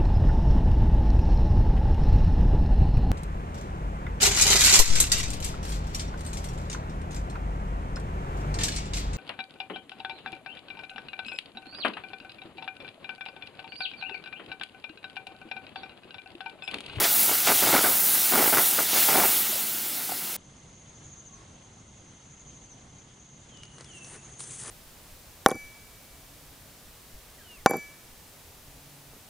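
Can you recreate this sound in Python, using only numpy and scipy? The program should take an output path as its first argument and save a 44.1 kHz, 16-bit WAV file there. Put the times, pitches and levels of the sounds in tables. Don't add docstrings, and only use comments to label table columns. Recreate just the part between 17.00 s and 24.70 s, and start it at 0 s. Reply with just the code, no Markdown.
import sys
import numpy as np
from scipy import signal
from scipy.fft import rfft, irfft
from scipy.io import wavfile
from scipy.ndimage import uniform_filter1d

SR = 44100
rng = np.random.default_rng(int(sys.argv[2]) if len(sys.argv) > 2 else 0)


def unload_audio(sound):
    columns = np.transpose(np.atleast_2d(sound))
    steps = np.round(np.clip(columns, -1, 1) * 32767)
    wavfile.write(sys.argv[1], SR, steps.astype(np.int16))


N = 339570
TIME = np.arange(N) / SR
BINS = np.fft.rfftfreq(N, 1 / SR)

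# pitch_hz, relative level_db (per Hz)
FIZZ_TONE = [(3000, -30), (6000, -11.5), (8000, -7.5), (10000, -2.5), (12500, -2), (15500, 2), (17000, -5)]
HISS_TONE = [(100, -37), (500, -10), (750, -0.5), (1100, -1.5), (1500, -0.5), (2500, 0.5), (3400, 2.5),
             (6000, 1), (9000, -3), (16000, -7.5)]
SIMMER_TONE = [(25, -32.5), (60, -16.5), (130, -8), (230, -1), (380, -2.5), (550, -14.5), (1200, -23.5),
               (4000, -43)]
# start_s, fizz level_db, hiss level_db (before the lift in steam())
STEAMING = [(0.0, -20.5, -30.5), (0.05, -27, -27), (0.07, -23.5, -30.5), (0.2, -19.5, -31),
            (0.44, -26, -31), (0.48, -22.5, -27), (0.52, -21.5, -29), (0.73, -22.5, -28), (1.04, -21, -34),
            (1.15, -21, -30.5), (1.18, -23.5, -31), (1.65, -20.5, -32), (1.88, -27, -32),
            (1.99, -20.5, -28), (2.39, -22, -32.5), (2.44, -26, -33.5), (2.79, -30, -38.5),
            (3.35, -33, -39.5)]
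# start_s, length_s, level_db
FLARES = [(.034, 0.015, -22.5), (.466, 0.017, -25.5), (1.928, 0.067, -30.5)]
FLARE_ATTACK_S, FLARE_RELEASE_S = 0.006, 0.015
SIMMER_AT_0_DB_FIZZ, SIMMER_FOLLOWS = -37, 0.33


def steam():
    boiling = np.interp(TIME, [2.3, 2.7], [1, 0.4])
    fizz_gain = level(STEAMING)

    spit = unit(colour(clicks(per_s=1000, spread_db=5.5), read(FIZZ_TONE, BINS)))
    fizz = unit(noise(FIZZ_TONE, patchy_db=1.28) + 0.34 * boiling * spit)
    fizz = fizz * amp(0.6 * boiling * drift(per_s=30) + 0.3)

    hiss = noise(HISS_TONE, patchy_db=1.38) * amp(0.36 * boiling * drift(per_s=86))
    steady_gain = level(STEAMING, column=2) * amp(2.5)
    hiss_gain = np.hypot(steady_gain, surges(FLARES, FLARE_ATTACK_S, FLARE_RELEASE_S))

    simmer = noise(SIMMER_TONE, patchy_db=1.0) * amp(SIMMER_AT_0_DB_FIZZ) * fizz_gain ** SIMMER_FOLLOWS
    return fizz * fizz_gain + hiss * hiss_gain + simmer


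# start_s, length_s, level_db (before each layer's trim)
FLURRIES = [(0, 0.053, -28), (.275, .045, -29.5), (.463, 0.049, -21.5), (.615, 0.17, -26),
            (.722, 0.054, -21), (.828, 0.042, -25), (.88, 0.057, -31.5), (1.312, .16, -24.5),
            (1.518, 0.031, -24.5), (1.562, .04, -24.5), (1.775, 0.027, -28.5), (1.925, 0.058, -30.5),
            (2.075, 0.069, -28), (2.135, 0.12, -24.5), (3.087, 0.035, -38.5)]
FLURRY_ATTACK_S, FLURRY_RELEASE_S = 0.0095, 0.023
IDLE_DB = -20


def sputtering():
    flurries = surges(FLURRIES, FLURRY_ATTACK_S, FLURRY_RELEASE_S)
    return np.hypot(flurries, level(STEAMING) * amp(IDLE_DB))


# pitch_hz, relative level_db (per Hz)
PUFF_TONE = [(25, -33.5), (60, -22), (130, -8.5), (250, 1), (380, 5), (520, -1.5), (800, 2), (1150, 0),
             (1700, -3.5), (2300, -5.5), (2900, -11.5), (5000, -15), (9000, -33.5), (16000, -38)]


def sputter():
    bursts = clicks(per_s=600, spread_db=3)
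    venting = signal.lfilter([1], [1, -np.exp(-1 / (0.003 * SR))], bursts ** 2)
    puffs = unit(np.sqrt(venting) * rng.standard_normal(N))
    drive = unit(bursts + 0.54 * puffs)
    return unit(colour(drive, read(PUFF_TONE, BINS))) * sputtering() * amp(-2.0)


def bubbles(count=14):
    out, t = np.zeros(N), np.arange(2048) / SR
    for hz in np.geomspace(280, 2200, count):
        cycles = hz * t
        ring = np.sin(2 * np.pi * cycles * (1 + 0.0047 * cycles)) * np.exp(-cycles / 5.1)
        ringing = signal.oaconvolve(clicks(per_s=28, spread_db=1), ring)[:N]
        out += amp(read(PUFF_TONE, hz) / 2) * unit(ringing)
    return unit(out) * sputtering() * amp(-10.0)


# start_s, level_db, pitch_hz, t60_s
POPS = [(.738, -20, 611, .029), (.7622, -14, 1360, 0.0074), (.846, -14.5, 1500, 0.023),
        (1.398, -17, 370, 0.027), (1.407, -11, 700, 0.013), (1.425, -14, 750, 0.025),
        (1.5401, -12, 1400, .01), (1.572, -7.5, 1420, 0.0052), (1.583, -4, 1090, 0.0046),
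        (1.596, -15, 825, 0.014), (1.79, -11, 1400, 0.0089), (2.155, -14, 750, .052),
        (2.236, -13.5, 870, 0.017), (2.527, -32.5, 633, 0.067), (2.558, -32, 566, 0.05),
        (3.093, -27, 790, .029), (3.12, -25.5, 740, .04)]


def pops():
    out, t = np.zeros(N), np.arange(4096) / SR
    for start_s, level_db, pitch_hz, t60_s in POPS:
        onset = 1 - np.exp(-t / 0.00008)
        ring = np.cos(2 * np.pi * pitch_hz * t) * amp(-60 * t / t60_s) * onset
        snap = 0.21 * rng.standard_normal(len(t)) * np.exp(-t / 0.0005)
        add(out, start_s, amp(level_db) * (ring + snap))
    return out


# start_s, level_db (before the halving in snaps()), pitch_hz, t60_s
CRACKS = [(.232, -14.5, 12960, .004), (.327, -27, 10950, .004), (.502, -11.5, 12000, .004),
          (1.899, -16, 13000, .005)]
TICKS = [(6.573, -40, 5150, 0.0087), (6.634, -32.5, 2970, 0.016), (6.653, -41, 4760, .012),
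         (6.783, -35.5, 1510, 0.0072), (6.809, -32.5, 517, 0.022), (6.845, -36, 5540, .012),
         (7.046, -34, 6330, .02), (7.3955, -34, 8000, .01), (7.4048, -25.5, 8800, 0.023),
         (7.439, -31, 8860, 0.013)]


def snaps(rows, crack_s):
    out, t = np.zeros(N), np.arange(2048) / SR
    for start_s, level_db, pitch_hz, t60_s in rows:
        crack = 0.5 * rng.standard_normal(len(t)) * np.exp(-t / crack_s)
        ring = 0.5 * np.sin(2 * np.pi * pitch_hz * t) * amp(-60 * t / t60_s)
        add(out, start_s, amp(level_db) * (crack + ring))
    return out


def stone_echo(x, delay_s, echo_db, dull_hz):
    bounce = amp(echo_db) * np.exp(-2j * np.pi * BINS * delay_s) / (1 + (BINS / dull_hz) ** 4)
    return irfft(rfft(x) * (1 + bounce), N)


# pitch_hz, side minus mid level_db
PIT_SIDE = [(40, -15), (130, -26), (380, -21), (700, -22.5), (1200, -37), (2000, -70), (4000, -54)]


def fire_pit():
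    pit = stone_echo(steam() + sputter() + bubbles(), delay_s=0.00141, echo_db=-13, dull_hz=2900)
    pit = pit + pops() + snaps(CRACKS, crack_s=0.0005)
    no_bass = signal.butter(2, 50, "highpass", fs=SR, output="sos")
    return spread(signal.sosfilt(no_bass, pit), PIT_SIDE)


# pitch_hz, relative level_db (per Hz)
LEAVES_TONE = [(1500, -26), (3000, -11.5), (4800, -12.5), (6200, -8), (7500, -2.5), (9200, 2.5),
               (10300, -3.5), (12000, -36)]
CLOTH_TONE = [(100, -25), (350, 8), (600, 1), (1200, 0), (2000, 1), (3000, -7), (5000, -9), (10000, -40)]
# peak_s, rise_s, fall_s, leaves level_db, cloth level_db
STROKES = [(6.81, .02, 0.015, -70, -57), (6.975, 0.032, .015, -55.5, -69), (7.115, 0.06, 0.042, -51, -68),
           (7.148, 0.034, 0.021, -60, -53), (7.405, 0.0098, .04, -44.5, -64),
           (7.525, 0.051, 0.041, -44.5, -60), (7.605, .025, 0.037, -42.5, -61.5),
           (7.685, 0.04, .05, -43.5, -50)]
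STIR_LEAVES_DB, STIR_CLOTH_DB = -63.5, -65
STIR_FROM_S, STIR_FULL_S = 6.6, 6.83


def rustle():
    stir = np.interp(TIME, [STIR_FROM_S, STIR_FULL_S], [0, 1])
    leaf_power = (amp(STIR_LEAVES_DB) * stir) ** 2
    cloth_power = (amp(STIR_CLOTH_DB) * stir) ** 2
    for peak_s, rise_s, fall_s, leaves_db, cloth_db in STROKES:
        width_s = np.where(TIME < peak_s, rise_s, fall_s)
        speed = np.exp(-((TIME - peak_s) / width_s) ** 2)
        leaf_power = leaf_power + speed * amp(leaves_db) ** 2
        cloth_power = cloth_power + speed * amp(cloth_db) ** 2
    grains = unit(colour(clicks(per_s=900, spread_db=2.0), read(LEAVES_TONE, BINS)))
    leaves = unit(noise(LEAVES_TONE, patchy_db=3.0) + grains) * amp(1.5)
    cloth = noise(CLOTH_TONE, patchy_db=1.7) * amp(3.5)
    return leaves * np.sqrt(leaf_power) + cloth * np.sqrt(cloth_power)


def slur(length_s, first_hz, last_hz, bend):
    u = np.linspace(0, 1, int(length_s * SR))
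    fall = (np.exp(-bend * u) - np.exp(-bend)) / (1 - np.exp(-bend))
    flutter = unit(uniform_filter1d(rng.standard_normal(SR), size=300))[:len(u)]
    hz = (last_hz + (first_hz - last_hz) * fall) * (1 + 0.0041 * flutter)
    swell = np.sqrt(abs(np.sin(np.pi * u)))
    return np.sin(2 * np.pi * np.cumsum(hz) / SR) * swell * amp(2 * flutter)


def trees(x, t60_s, wet_db):
    t = np.arange(SR) / SR
    taps = rng.standard_normal(SR) * (rng.random(SR) < 2000 / SR) * amp(-60 * t / t60_s)
    return x + amp(wet_db) * signal.fftconvolve(x, taps / np.linalg.norm(taps))[:N]


# start_s, length_s, spacing_s, first chip level_db, first chip pitch_hz
RUNS = [(4.037, .33, .072, -53, 7320), (5.244, .5, 0.076, -57, 7460), (6.396, .17, 0.074, -60, 7500),
        (6.899, .16, .064, -54.5, 6700)]
CHIP_S, CHIP_FALL = 0.037, 0.15
RUN_SAG_HZ_PER_S, RUN_SWELL_DB_PER_S = 1300, 16
# start_s, length_s, level_db, first pitch_hz, last pitch_hz
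WHISTLES = [(4.288, 0.158, -60.5, 1142, 1089), (6.484, 0.21, -56.5, 3530, 2845),
            (6.851, .22, -53, 3720, 2616)]


def birds():
    chips, whistles = np.zeros(N), np.zeros(N)
    for start_s, length_s, spacing_s, level_db, pitch_hz in RUNS:
        for t in np.arange(0, length_s, spacing_s):
            hz = pitch_hz - RUN_SAG_HZ_PER_S * t
            chip = slur(CHIP_S, hz, hz * (1 - CHIP_FALL), bend=0.89)
            add(chips, start_s + t, amp(level_db + RUN_SWELL_DB_PER_S * t) * chip)
    for start_s, length_s, level_db, first_hz, last_hz in WHISTLES:
        add(whistles, start_s, amp(level_db) * slur(length_s, first_hz, last_hz, bend=4.0))
    return trees(chips, t60_s=0.35, wet_db=-7) + trees(whistles, t60_s=1.2, wet_db=-1)


# pitch_hz, relative level_db (per Hz)
SHRILL_TONE = [(5000, -57), (5750, -21), (6100, -3), (6400, 0), (6800, -3.5), (7200, -15), (7800, -36),
               (9000, -62)]
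# start_s, level_db
SHRILL_LEVEL = [(3.42, -62), (4.17, -53.5), (4.43, -60), (5.29, -57.5), (5.48, -57), (5.93, -59),
                (6.28, -56), (6.55, -60), (7.38, -51.5)]


def insects():
    wavering = amp(-0.66 + 0.77 * drift(per_s=14))
    shrill = noise(SHRILL_TONE, patchy_db=1.9) * level(SHRILL_LEVEL) * wavering
    pulse = np.sin(np.pi * 25 * TIME) ** 4
    trill = amp(-66.5) * np.sin(2 * np.pi * 2090 * TIME + 0.87 * drift(per_s=25))
    rasp_tone = [(2400, -31.5), (2950, -12), (3400, -8.0), (4200, -29)]  # pitch_hz, relative level_db
    rasp = amp(-67) * noise(rasp_tone, patchy_db=0.0)
    return shrill + pulse * (trill + rasp)


# pitch_hz, relative level_db (per Hz)
AIR_TONE = [(25, -10), (55, 0), (125, 2.5), (200, -1.5), (300, -7), (500, -12), (950, -15), (1500, -19),
            (2500, -21.5), (3200, -20), (5000, -24.5), (8500, -26), (10300, -30.5)]
AIR_DB = -53
HUM_HZ, HUM_END_DB, HUM_RISE_DB_PER_S = 136.5, -55, 4


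def distance():
    air = noise(AIR_TONE, patchy_db=1) * amp(AIR_DB + 0.77 * drift(per_s=6.4))
    hum = np.sin(2 * np.pi * HUM_HZ * TIME + 1.4 * drift(per_s=2.4))
    return air + hum * amp(HUM_END_DB + HUM_RISE_DB_PER_S * (TIME - TIME[-1]))


# pitch_hz, side minus mid level_db
PATH_SIDE = [(40, -34), (120, -30), (200, -21), (380, -9), (700, -4.5), (1300, -2.5), (4400, -5.5),
             (8000, -8.5)]
SECOND_SHOT_BAND_LIMIT_HZ = 10450


def forest_path():
    twig = spread(rustle() + snaps(TICKS, crack_s=0.0031), [(700, -20), (8000, -19)])
    around = spread(distance() + insects() + birds(), PATH_SIDE)
    path = around + twig * amp([[1.0], [-1.0]])
    return low_pass(path, SECOND_SHOT_BAND_LIMIT_HZ)


def amp(db):
    return 10 ** (np.asarray(db) / 20)


def unit(x):
    return x / np.sqrt(np.mean(x ** 2) + 1e-20)


def read(points, hz):
    f, db = np.transpose(points)
    return np.interp(np.log(hz + 1), np.log(f + 1), db)


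def level(rows, column=1):
    rows = np.array(rows)
    return amp(np.interp(TIME, rows[:, 0], rows[:, column]))


def surges(rows, attack_s, release_s):
    power = np.zeros(N)
    for start_s, length_s, level_db in rows:
        rise = np.clip((TIME - start_s) / attack_s, 0, 1)
        decay = np.exp(-np.maximum(TIME - start_s - length_s, 0) / release_s)
        power += (amp(level_db) * rise * decay) ** 2
    return np.sqrt(power)


def add(mix, start_s, sound):
    part = mix[max(round(start_s * SR), 0):][:len(sound)]
    part += sound[:len(part)]


def shape(x, spectrum):
    return irfft(rfft(x) * amp(read(spectrum, BINS)), N)


def colour(x, db):
    cepstrum = irfft(np.log(amp(db)), N)
    cepstrum[1:N // 2] *= 2
    cepstrum[N // 2 + 1:] = 0
    return irfft(rfft(x) * np.exp(rfft(cepstrum)), N)


def drift(per_s):
    return unit(irfft(rfft(rng.standard_normal(N)) / (1 + (BINS / per_s) ** 4), N))


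def noise(spectrum, patchy_db):
    z = signal.stft(rng.standard_normal(N), nperseg=512)[2]
    patches = uniform_filter1d(rng.standard_normal(z.shape), size=8, axis=0)
    patches = unit(uniform_filter1d(patches, size=7, axis=1))
    patchy = signal.istft(z * amp(patchy_db * patches), nperseg=512)[1][:N]
    return unit(shape(patchy, spectrum))


def clicks(per_s, spread_db):
    size = amp(spread_db * np.minimum(rng.exponential(1, N), 3)) * rng.choice([-1, 1], N)
    return unit(size * (rng.random(N) < per_s / SR))


def spread(x, side):
    z = signal.stft(x, SR, nperseg=1024)[2]
    scrambled = signal.istft(z * np.exp(2j * np.pi * rng.random(z.shape)), nperseg=1024)[1][:N]
    s = shape(unit(scrambled) * np.std(x), side)
    return np.array([x + s, x - s])


def low_pass(x, hz):
    taps = signal.firwin(701, hz, window=("kaiser", 9), fs=SR)
    return signal.oaconvolve(x, taps[None], "same")


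CUT_S = 3.365


def scene():
    return np.where(TIME < CUT_S, fire_pit(), forest_path())


def record(dry):
    return low_pass(dry, 15800)


dry = scene()
out = record(dry)
unload_audio(out)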